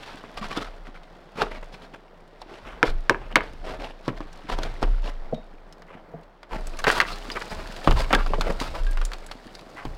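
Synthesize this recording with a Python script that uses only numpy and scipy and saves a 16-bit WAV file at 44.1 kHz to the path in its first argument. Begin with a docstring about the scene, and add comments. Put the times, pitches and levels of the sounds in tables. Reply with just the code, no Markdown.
"""At a stone wall under wooden eaves, a gloved hand flicks wet mortar into the joints, pats it home
and rubs it smooth. Lumps crack, thud and spatter; sand rasps and trickles as it catches and slips;
chips land, stone and steel clink, and a tub takes a few soft knocks. Moving air rumbles on the microphone.
Part-way through, the listening point jumps close to the wall and the sand turns brighter."""
import sys
import numpy as np
from scipy import signal
from scipy.fft import rfft, irfft
from scipy.io import wavfile
from scipy.ndimage import uniform_filter1d

SR = 44100
rng = np.random.default_rng(int(sys.argv[2]) if len(sys.argv) > 2 else 0)


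def bounce(signal):
    """Save signal as a 16-bit WAV file at the path given by the first command-line argument."""
    frames = np.transpose(np.atleast_2d(signal))
    limited = np.clip(frames, -1, 1)
    pcm = np.round(limited * 32767).astype(np.int16)
    wavfile.write(sys.argv[1], SR, pcm)


N = 439677
TIME = np.arange(N) / SR
CLOSE_FROM_S = 6.512  # the listening point jumps close to the wall


def blows(thud_hz=290, thud_t60=0.024, crack_cycles=7.8, strike_s=0.006, spray_s=0.025):
    """A hit: trapped air cracks in the joint, the mass thuds, then loose mortar splats and spatters."""
    # spectra of the wet splat and of the flying spatter: f/Hz, level/dB
    splat_spectrum = [(70, -8), (140, 0), (220, -6), (400, -2), (700, -5.5), (1000, -2.5), (2000, -30)]
    spatter_spectrum = [(400, -13.5), (750, 9.5), (1150, 13), (1600, 8), (2100, 4.5), (3000, 2.5),
                        (4000, -10.5), (7000, -26.5), (16000, -39.5)]
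    out, t = np.zeros(N), TIME[:SR // 4]
    crumbs = grains(rate=3500, spread_db=4.7)
    sand = sandy(rng.standard_normal(N))
    splat = colour(crumbs, splat_spectrum)
    spatter = unit(colour(crumbs, spatter_spectrum))
    spatter += 0.64 * pops(rate=400, low_hz=705, high_hz=3610, cycles=28, spread_db=3.5)
    spray_attack = 1 - np.exp(-(t / 0.0057) ** 2)
    for s, hz, crack_db, thud_db, grit_db, hollow_hz, splat_db, spatter_db in slaps() + pats() + taps():
        here = span(s, len(t))
        # the gap between the stones has a main mode and a weaker one either side, roughened by crumbs
        t60 = crack_cycles / hz
        gap = ring(t, hz, t60) + 0.83 * ring(t, 0.707 * hz, t60) + 0.18 * ring(t, 1.29 * hz, t60)
        crumble = resonate(spatter[here] * fade(t, 0.0099), 1.14 * hz, q=1.9)
        crack = resonate(unit(gap, strike_s) + 0.66 * unit(crumble, strike_s), hz, q=1.0)
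        mass = ring(t, thud_hz, thud_t60) - 0.37 * ring(t, 1.94 * thud_hz, thud_t60)
        thud = resonate(mass, thud_hz, q=0.38)
        strike = undb(crack_db) * unit(crack, strike_s) + undb(thud_db) * unit(thud, strike_s)
        strike += undb(grit_db) * unit(sand[here] * fade(t, 0.021), strike_s)
        # the deeper hollow behind the joint colours the splat and rings a little
        hollow = unit(resonate(splat[here] * fade(t, 0.1), hollow_hz, q=1.02), spray_s)
        hollow += 0.6 * unit(ring(t, hollow_hz, t60=0.088), spray_s)
        spray = undb(splat_db) * unit(hollow * spray_attack, spray_s)
        spray += undb(spatter_db) * unit(spatter[here] * spray_attack * fade(t, 0.057), spray_s)
        add(out, s, strike + spray)
    return out


def slaps(hollow_hz=430):
    """Cues for blows: a wet lump lands with its thud just under its splat."""
    # flicked lumps: t/s, crack f/Hz, crack level/dB, splat level/dB, grit level/dB, spatter level/dB
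    lumps = [(1.4185, 1010, -17, -25.5, -31, -37.5), (2.829, 1550, -9, -20, -37, -30.5),
             (3.0963, 1550, -8, -21, -27.5, -29), (3.3573, 1880, -6, -24, -39.5, -24),
             (6.8414, 1170, -24, -41, -27.5, -27), (6.8687, 1430, -17.5, -20.5, -28, -33),
             (6.9017, 1720, -14.5, -59, -28, -29), (7.0021, 1810, -11, -64, -22, -27),
             (8.1288, 1300, -17, -21.5, -24.5, -19), (8.149, 1630, -28, -35, -21.5, -53),
             (8.3356, 795, -19.5, -31.5, -54, -34)]
    return [(s, hz, crack_db, splat_db - 5, grit_db, hollow_hz, splat_db, spatter_db)
            for s, hz, crack_db, splat_db, grit_db, spatter_db in lumps]


def pats(crack_hz=900):
    """Cues for blows: the flat glove lands dully; splat and spatter follow its thud."""
    # pats that press the mortar home: t/s, hollow f/Hz, thud level/dB, crack level/dB, grit level/dB
    presses = [(.239, 404, -38.5, -40, -60), (0.573, 282, -23, -43, -34), (4.0797, 180, -19.5, -29, -38),
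               (4.205, 302, -31, -34.5, -50.5), (4.5872, 355, -30.5, -30, -38.5),
               (4.8277, 392, -20, -23, -35), (7.8745, 220, -12.5, -12, -35), (9.852, 152, -29, -36, -43)]
    return [(s, crack_hz, crack_db, thud_db, grit_db, hollow_hz, thud_db - 11, thud_db - 14)
            for s, hollow_hz, thud_db, crack_db, grit_db in presses]


def taps(hollow_hz=510):
    """Cues for blows: a dry tap gives mostly crack and grit."""
    # light taps on stone: t/s, crack f/Hz, crack level/dB
    touches = [(2.4173, 810, -37.5), (3.3605, 2970, -20.5), (5.821, 1717, -48), (6.431, 1320, -43),
               (7.013, 1630, -20.5), (7.3016, 2520, -32), (7.9101, 1030, -22.5), (8.2628, 1190, -31.5),
               (8.41, 1160, -25), (8.973, 1470, -33), (9.015, 1400, -32), (9.118, 1620, -36.5),
               (9.135, 2040, -37.5), (9.313, 1040, -36)]
    return [(s, hz, db, db - 15, db - 7, hollow_hz, db - 14, db - 9) for s, hz, db in touches]


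def friction():
    """Sand grains catch and slip while the paste crackles: a rasp, a dull body and a fine hiss."""
    # spectra of the rasp and of the body of rubbed mortar: f/Hz, level/dB
    rasp_spectrum = [(350, -27), (650, -3), (900, -1), (1400, 2.5), (2100, -2), (3000, -7), (3800, -16.5),
                     (5500, -28)]
    body_spectrum = [(60, -28.5), (130, -3.5), (200, -3), (300, -0.5), (450, 2), (650, 3.5), (900, -12),
                     (1600, -40.5)]
    catches = grains(rate=3000, spread_db=5.5)
    high_pops = pops(rate=300, low_hz=707, high_hz=3140, cycles=27, spread_db=4)
    low_pops = pops(rate=90, low_hz=174.8, high_hz=686, cycles=11, spread_db=6)
    rasp = unit(colour(catches, rasp_spectrum)) + 0.93 * high_pops
    body = unit(colour(catches, body_spectrum)) + 0.93 * low_pops
    sand = sandy(catches + 0.64 * rng.standard_normal(N))
    return unit(rasp), unit(body), sand


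def strokes(rubbing, slip_db=3, wide_joint_hz=787, body_db_per_octave=-12):
    """Each push of the glove swells, dies away and rings the hollow of the joint it works in."""
    # glove strokes: t/s, length before lead-in and tail/s, joint f/Hz, rasp level/dB, sand level/dB
    pushes = [(0.015, .14, 2600, -47.5, -53), (0.169, 0.026, 1700, -50, -54),
              (0.37, 0.033, 1210, -38.5, -45.5), (0.417, 0.052, 1070, -37.5, -47.5),
              (0.497, 0.061, 1110, -38.5, -48), (0.553, .12, 1290, -38, -46),
              (.849, 0.052, 1110, -49, -61.5), (.944, 0.039, 1400, -49, -62),
              (1.365, 0.13, 1260, -40.5, -49.5), (1.384, 0.043, 930, -34, -53),
              (1.412, .018, 970, -29, -37.5), (1.505, 0.08, 920, -44, -55.5), (1.626, 0.015, 910, -44, -81),
              (1.723, 0.053, 910, -50.5, -55), (1.818, .043, 800, -52, -57),
              (1.936, 0.029, 950, -45.5, -59.5), (2.48, 0.15, 810, -51, -60.5),
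              (2.65, 0.13, 1090, -46.5, -64), (2.839, 0.072, 1130, -40, -43),
              (3.206, 0.095, 1300, -51.5, -80), (3.303, 0.038, 940, -44.5, -75),
              (3.428, 0.067, 800, -49.5, -56.5), (3.647, 0.11, 750, -42, -51.5),
              (3.796, 0.11, 860, -42, -52), (4.041, 0.055, 1110, -49.5, -55),
              (4.16, 0.028, 1593, -49, -56.5), (4.486, 0.076, 990, -35, -44.5),
              (4.584, 0.12, 785, -43, -53.5), (4.817, .025, 850, -35.5, -47), (5.041, 0.069, 870, -42, -50),
              (5.881, 0.11, 890, -50.5, -81), (6.503, 0.11, 880, -39.5, -53),
              (6.735, 0.032, 594, -52.5, -65), (6.789, 0.018, 1690, -37, -45),
              (6.865, 0.039, 1620, -22, -30), (6.906, 0.094, 1470, -29.5, -33.5),
              (7.069, 0.1, 1270, -40.5, -43.5), (7.356, 0.026, 1270, -30.5, -59),
              (7.41, 0.021, 1670, -34.5, -54), (7.504, 0.047, 1050, -38.5, -47.5),
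              (7.582, 0.049, 850, -43, -55), (7.841, .04, 853, -43, -43),
              (7.964, 0.075, 1030, -32.5, -36.5), (8.106, 0.018, 910, -29, -55),
              (8.184, 0.05, 2220, -35.5, -52.5), (8.439, 0.085, 676, -36, -47.5),
              (8.597, .11, 920, -37, -41.5), (8.743, 0.06, 990, -38.5, -46.5),
              (9.764, 0.073, 1990, -42, -63)]
    out = np.zeros(N)
    stick_slip = undb(slip_db * walk(130))
    rasp, body, sand = (layer * stick_slip for layer in rubbing)
    for s, length, hz, rasp_db, sand_db in pushes:
        # a wide, low joint takes more paste and gives more body; a narrow one mostly rasps
        body_db = rasp_db + 2 + body_db_per_octave * np.log2(hz / wide_joint_hz)
        size = int(1.26 * length * SR)
        here = span(s, size)
        pressure = np.interp(np.arange(size) / size, [0, 0.18, 0.5, 1], [0.054, 0.86, 0.89, 0.15])
        joint = rasp[here] + 1.5 * resonate(rasp[here], hz, q=19)
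        layers = (joint, rasp_db), (body[here], body_db), (sand[here], sand_db)
        add(out, s - 0.1 * length, sum(undb(db) * unit(layer * pressure) for layer, db in layers))
    return out


def sandy(x):
    """The colour of rubbed sand, brighter once the wall is close."""
    # spectra of sand from afar and from close by: f/Hz, level/dB
    far_spectrum = [(2000, -24), (3400, 9), (4300, 8), (5500, 1.5), (6100, -5.5), (9000, -12.5),
                    (12000, -20.5), (16000, -27.5)]
    close_spectrum = [(2000, 5), (3400, 6.5), (4800, 3.5), (6000, -6.5), (8000, -8.5), (11000, -16.5),
                      (16000, -22)]
    return np.where(TIME < CLOSE_FROM_S, unit(colour(x, far_spectrum)), unit(colour(x, close_spectrum)))


def pops(rate, low_hz, high_hz, cycles, spread_db):
    """Tiny pockets of air and grit give way, each with its own pitch and size."""
    out, t = np.zeros(N), TIME[:int(cycles / low_hz * SR)]
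    for when, pitch, size in rng.random((int(rate * N / SR), 3)):
        hz = low_hz * (high_hz / low_hz) ** pitch
        db = -spread_db * np.log(max(size, np.exp(-4)))
        add(out, when * N / SR, undb(db) * ring(t, hz, cycles / hz))
    return unit(out)


def rustle(rubbing, light_effort_db=-63):
    """Glove and sleeve keep rubbing lightly between the strokes and shake single grains loose."""
    # how busily they move, heard from afar and from close by: t/s, level/dB
    far_effort = [(0.0, -56), (0.3, -60), (0.51, -54), (0.87, -67), (1.69, -63), (2.16, -71), (2.73, -62.5),
                  (3.14, -63), (3.65, -61.5), (4.04, -65), (4.74, -55.5), (5.56, -69.5), (6.4, -73)]
    close_effort = [(6.56, -59), (6.64, -54), (6.97, -48), (7.44, -48), (8.08, -47.5), (9.59, -58),
                    (9.97, -57)]
    rasp, body, sand = rubbing
    close = TIME > CLOSE_FROM_S
    effort_db = np.where(close, curve(close_effort), curve(far_effort))
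    landings = signal.oaconvolve(grains(rate=45, spread_db=5.4), fade(TIME[:SR // 50], 0.018))[:N]
    trickle = colour(landings * rng.standard_normal(N),
                     [(800, -8), (2000, -1), (4500, 0), (9000, -10), (16000, -23)])
    rasp_gain = undb(np.where(close, 3, 7))  # the rasp thins out close to the wall
    grit = rasp_gain * rasp + undb(-0.5) * sand + undb(-7) * unit(trickle)
    body_db = -53.5 + 0.62 * (effort_db - light_effort_db)
    return undb(effort_db) * grit + undb(body_db) * body


def chips():
    """A bit of grit lands on stone, rings briefly and breaks into finer crumbs."""
    # falling chips: t/s, f/Hz, level/dB
    landings = [(1.0334, 3670, -52), (4.3288, 5650, -50.5), (4.633, 4110, -31), (5.345, 3905, -46),
                (5.7255, 5230, -48.5), (6.233, 4000, -58), (6.67, 7860, -39.5), (6.7897, 6060, -36),
                (6.9136, 7270, -32), (7.0926, 4820, -43), (7.319, 5000, -38), (7.42, 4870, -39),
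                (7.764, 4030, -39.5), (8.41, 4220, -27.5), (8.601, 3980, -28), (8.8663, 3670, -41.5),
                (8.911, 8800, -45.5), (9.051, 7330, -32.5), (9.1334, 4400, -35), (9.2643, 7770, -43.5),
                (9.315, 4400, -35.5), (9.5518, 4800, -39), (9.5927, 3900, -45)]
    out, t = np.zeros(N), TIME[:SR // 8]
    crumbs = colour(grains(rate=8100, spread_db=0.93),
                    [(500, -10), (1500, 12), (5000, -2), (10000, -6), (16000, -12)])
    for s, hz, db in landings:
        burst = crumbs[span(s, len(t))] * fade(t, 0.033)
        crunch = unit(resonate(burst, hz, q=1.8)) + 0.17 * unit(burst)
        ping = unit(ring(t, hz, t60=0.035))
        add(out, s, undb(db) * unit(crunch + 0.5 * ping, over_s=0.0048))
    return out


def clinks(pair_ratio=1.025):
    """Thin stones and the steel tool ring on: a close pair of modes beats as it fades."""
    # ringing contacts: t/s, f/Hz, level/dB, t60/s
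    contacts = [(5.349, 3730, -54.5, 0.3), (7.0045, 1610, -25, 0.058), (7.131, 4200, -40, 0.069),
                (7.3165, 4840, -35.5, 0.044), (7.361, 2220, -39, 0.077), (7.499, 4900, -46, 0.074),
                (8.1506, 1620, -19.5, 0.05), (8.867, 1617, -39, 0.21)]
    out, t = np.zeros(N), TIME[:SR // 3]
    for s, hz, db, t60 in contacts:
        tone = ring(t, hz, t60) + 0.5 * ring(t, pair_ratio * hz, t60)
        add(out, s, undb(db) * unit(tone, over_s=0.012))
    return out


def tub(attack_s=0.0053):
    """Soft knocks ring the low modes of the mortar tub, tuned a little differently each time."""
    # hollow knocks: t/s, level/dB
    knocks = [(5.3262, -22.5), (5.33, -27), (6.138, -34), (6.151, -45), (8.302, -30.5), (8.381, -27),
              (8.492, -27)]
    # modes of the tub: f/Hz, level/dB, t60/s
    modes = [(164, -9.5, 0.11), (246, -12, 0.0875), (367, -5.5, 0.031), (471, 2.5, 0.031), (615, -4, 0.044),
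             (674, -10, 0.026)]
    out, t = np.zeros(N), TIME[:SR // 4]
    attack = 1 - np.exp(-t / attack_s)
    for s, db in knocks:
        detunes = 1 + 0.048 * rng.standard_normal(len(modes))
        tone = sum(undb(mode_db) * ring(t, hz * detune, t60)
                   for (hz, mode_db, t60), detune in zip(modes, detunes))
        add(out, s, undb(db) * unit(tone * attack, over_s=0.0064))
    return out


def eaves(x, wet_db=-18, t60=0.27, echo_s=0.0495):
    """Wall and roof boards scatter the sound briefly; one dull echo comes back from further off."""
    t = TIME[:SR // 3]
    tail = rng.standard_normal(len(t)) * fade(t, t60) * (t > 0.003)
    scatter = colour(tail, [(60, 5), (1500, -6.5), (4000, -8.5), (16000, -7)])
    out = x + undb(wet_db) * signal.oaconvolve(x, scatter / np.linalg.norm(scatter))[:N]
    echo = colour(x, [(300, -0.5), (1300, -1.5), (2800, -7), (4200, -16.5)])
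    add(out, echo_s, undb(-17) * echo)
    return out


def wind(sway_hz=26.9, breeze_db=-52.5, attack_s=0.021, flutter_t60=0.47):
    """Each puff flutters on the microphone and rocks it at its low resonance, which rings on unevenly."""
    # puffs of air: t/s, length/s, sway level/dB, sway t60/s, flutter level/dB
    puffs = [(0.343, .45, -37.5, 1.6, -54.5), (1.396, 0.2, -38, 0.89, -56),
             (2.615, 0.064, -40.5, 1.0, -41.5), (2.866, 0.08, -22, 0.45, -38), (3.1, 0.69, -37.5, 1.8, -47),
             (4.07, 0.24, -40, 1.5, -54), (4.51, 0.2, -26, 0.6, -41.5), (4.821, 0.078, -19, 1.5, -35.5),
             (6.508, 0.21, -30, 1.3, -44.5), (6.8, 0.39, -36.5, 1.4, -58),
             (7.505, 0.086, -35.5, 1.8, -38.5), (7.869, 0.049, -17.5, 1.2, -20),
             (8.135, 0.2, -19.5, 1.8, -39.5), (8.43, 0.35, -42, .6, -40), (8.792, 0.15, -21.5, 0.93, -48.5),
             (9.84, 0.053, -30.5, 1.0, -35.5)]
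    t = TIME[::100]
    sway_power, flutter_power = undb(breeze_db) ** 2, 0  # the sway never quite stops
    for s, length, sway_db, sway_t60, flutter_db in puffs:
        push = np.clip((t - s) / attack_s, 0, 1)
        after = np.maximum(t - s - length, 0)
        sway_power += (push * undb(sway_db) * fade(after, sway_t60)) ** 2
        flutter_power += (push * undb(flutter_db) * fade(after, flutter_t60)) ** 2
    wandering_hz = sway_hz * (1 + 0.12 * walk(14))
    sway = np.sin(2 * np.pi * np.cumsum(wandering_hz) / SR) * undb(2.2 * walk(20))
    flutter = colour(rng.standard_normal(N),
                     [(30, -11), (55, 10), (70, -10.5), (90, -17.5), (120, -8), (170, -22)])
    layers = (sway, sway_power), (flutter, flutter_power)
    return sum(np.interp(TIME, t, np.sqrt(power)) * unit(layer) for layer, power in layers)


def outdoors(level_db=-52.9, waver_db=2):
    """The faint rush of the valley, wavering slightly."""
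    # spectrum of the open air: f/Hz, level/dB
    air_spectrum = [(50, -10), (90, -7.5), (120, -13), (170, 3), (220, -8), (400, -4.5), (700, -3),
                    (1000, -8), (2000, -17), (3500, -42.5), (5200, -53.5), (6300, -49), (10000, -50),
                    (16000, -44.5)]
    return undb(level_db + waver_db * walk(9)) * unit(colour(rng.standard_normal(N), air_spectrum))


def grains(rate, spread_db):
    """Random clicks, rate a second, most small and a few large."""
    fires = rng.random(N) < rate / SR
    size_db = np.minimum(spread_db * rng.standard_normal(N), 2 * spread_db)
    return unit(fires * rng.choice([-1, 1], N) * undb(size_db))


def walk(rate):
    """Smooth random drift at rms 1, with rate new values a second."""
    hold = int(SR / rate)
    steps = np.repeat(rng.standard_normal(N // hold + 1), hold)
    return unit(uniform_filter1d(uniform_filter1d(steps, hold), hold)[:N])


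def ring(t, hz, t60):
    """One struck mode."""
    return np.sin(2 * np.pi * hz * t) * fade(t, t60)


def fade(t, t60):
    """Exponential decay, 60 dB down after t60 seconds."""
    return np.exp(-np.log(1000) * t / t60)


def resonate(x, hz, q):
    """Two-pole band-pass, gain 1 at the centre."""
    return signal.lfilter(*signal.iirpeak(min(hz, 0.45 * SR), q, fs=SR), x)


def colour(x, points, size=2048):
    """Minimum-phase EQ through (f/Hz, level/dB) points, falling 12 dB an octave beyond them."""
    hz, db = np.transpose(points)
    bins = np.maximum(np.fft.rfftfreq(size, 1 / SR), 1)
    beyond = np.minimum(bins / hz[0], 1) * np.minimum(hz[-1] / bins, 1)
    gain = undb(np.interp(np.log(bins), np.log(hz), db)) * beyond ** 2
    cepstrum = irfft(np.log(gain))
    cepstrum[1:size // 2] *= 2
    cepstrum[size // 2 + 1:] = 0
    return signal.oaconvolve(x, irfft(np.exp(rfft(cepstrum))))[:len(x)]


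def curve(points):
    """Timed points joined by straight lines."""
    return np.interp(TIME, *np.transpose(points))


def undb(db):
    """Decibels to gain."""
    return 10 ** (np.asarray(db) / 20)


def unit(x, over_s=None):
    """Scale to rms 1 over the first over_s seconds, or over the whole."""
    head = x if over_s is None else x[:int(over_s * SR)]
    return x / np.sqrt(np.mean(head ** 2) + 1e-18)


def span(s, size):
    """Indices of size samples from time s, wrapping at the end."""
    return (int(s * SR) + np.arange(size)) % N


def add(out, s, x):
    """Mix x into out at time s."""
    i = max(int(s * SR), 0)
    out[i:i + len(x)] += x[:max(len(out) - i, 0)]


def scene():
    """The work at the wall under its eaves, with wind and open air, in mono."""
    rubbing = friction()
    work = blows() + strokes(rubbing) + rustle(rubbing) + chips() + clinks() + tub()
    return (eaves(work) + wind() + outdoors())[None]


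def record(dry, ceiling=0.85, top_hz=16000):
    """A soft clip rounds off the loudest slaps and a steep low-pass cuts the top."""
    rounded = dry / (1 + (dry / ceiling) ** 8) ** (1 / 8)
    return signal.sosfilt(signal.ellip(8, 0.2, 80, top_hz, fs=SR, output="sos"), rounded)


dry = scene()
out = record(dry)
bounce(out)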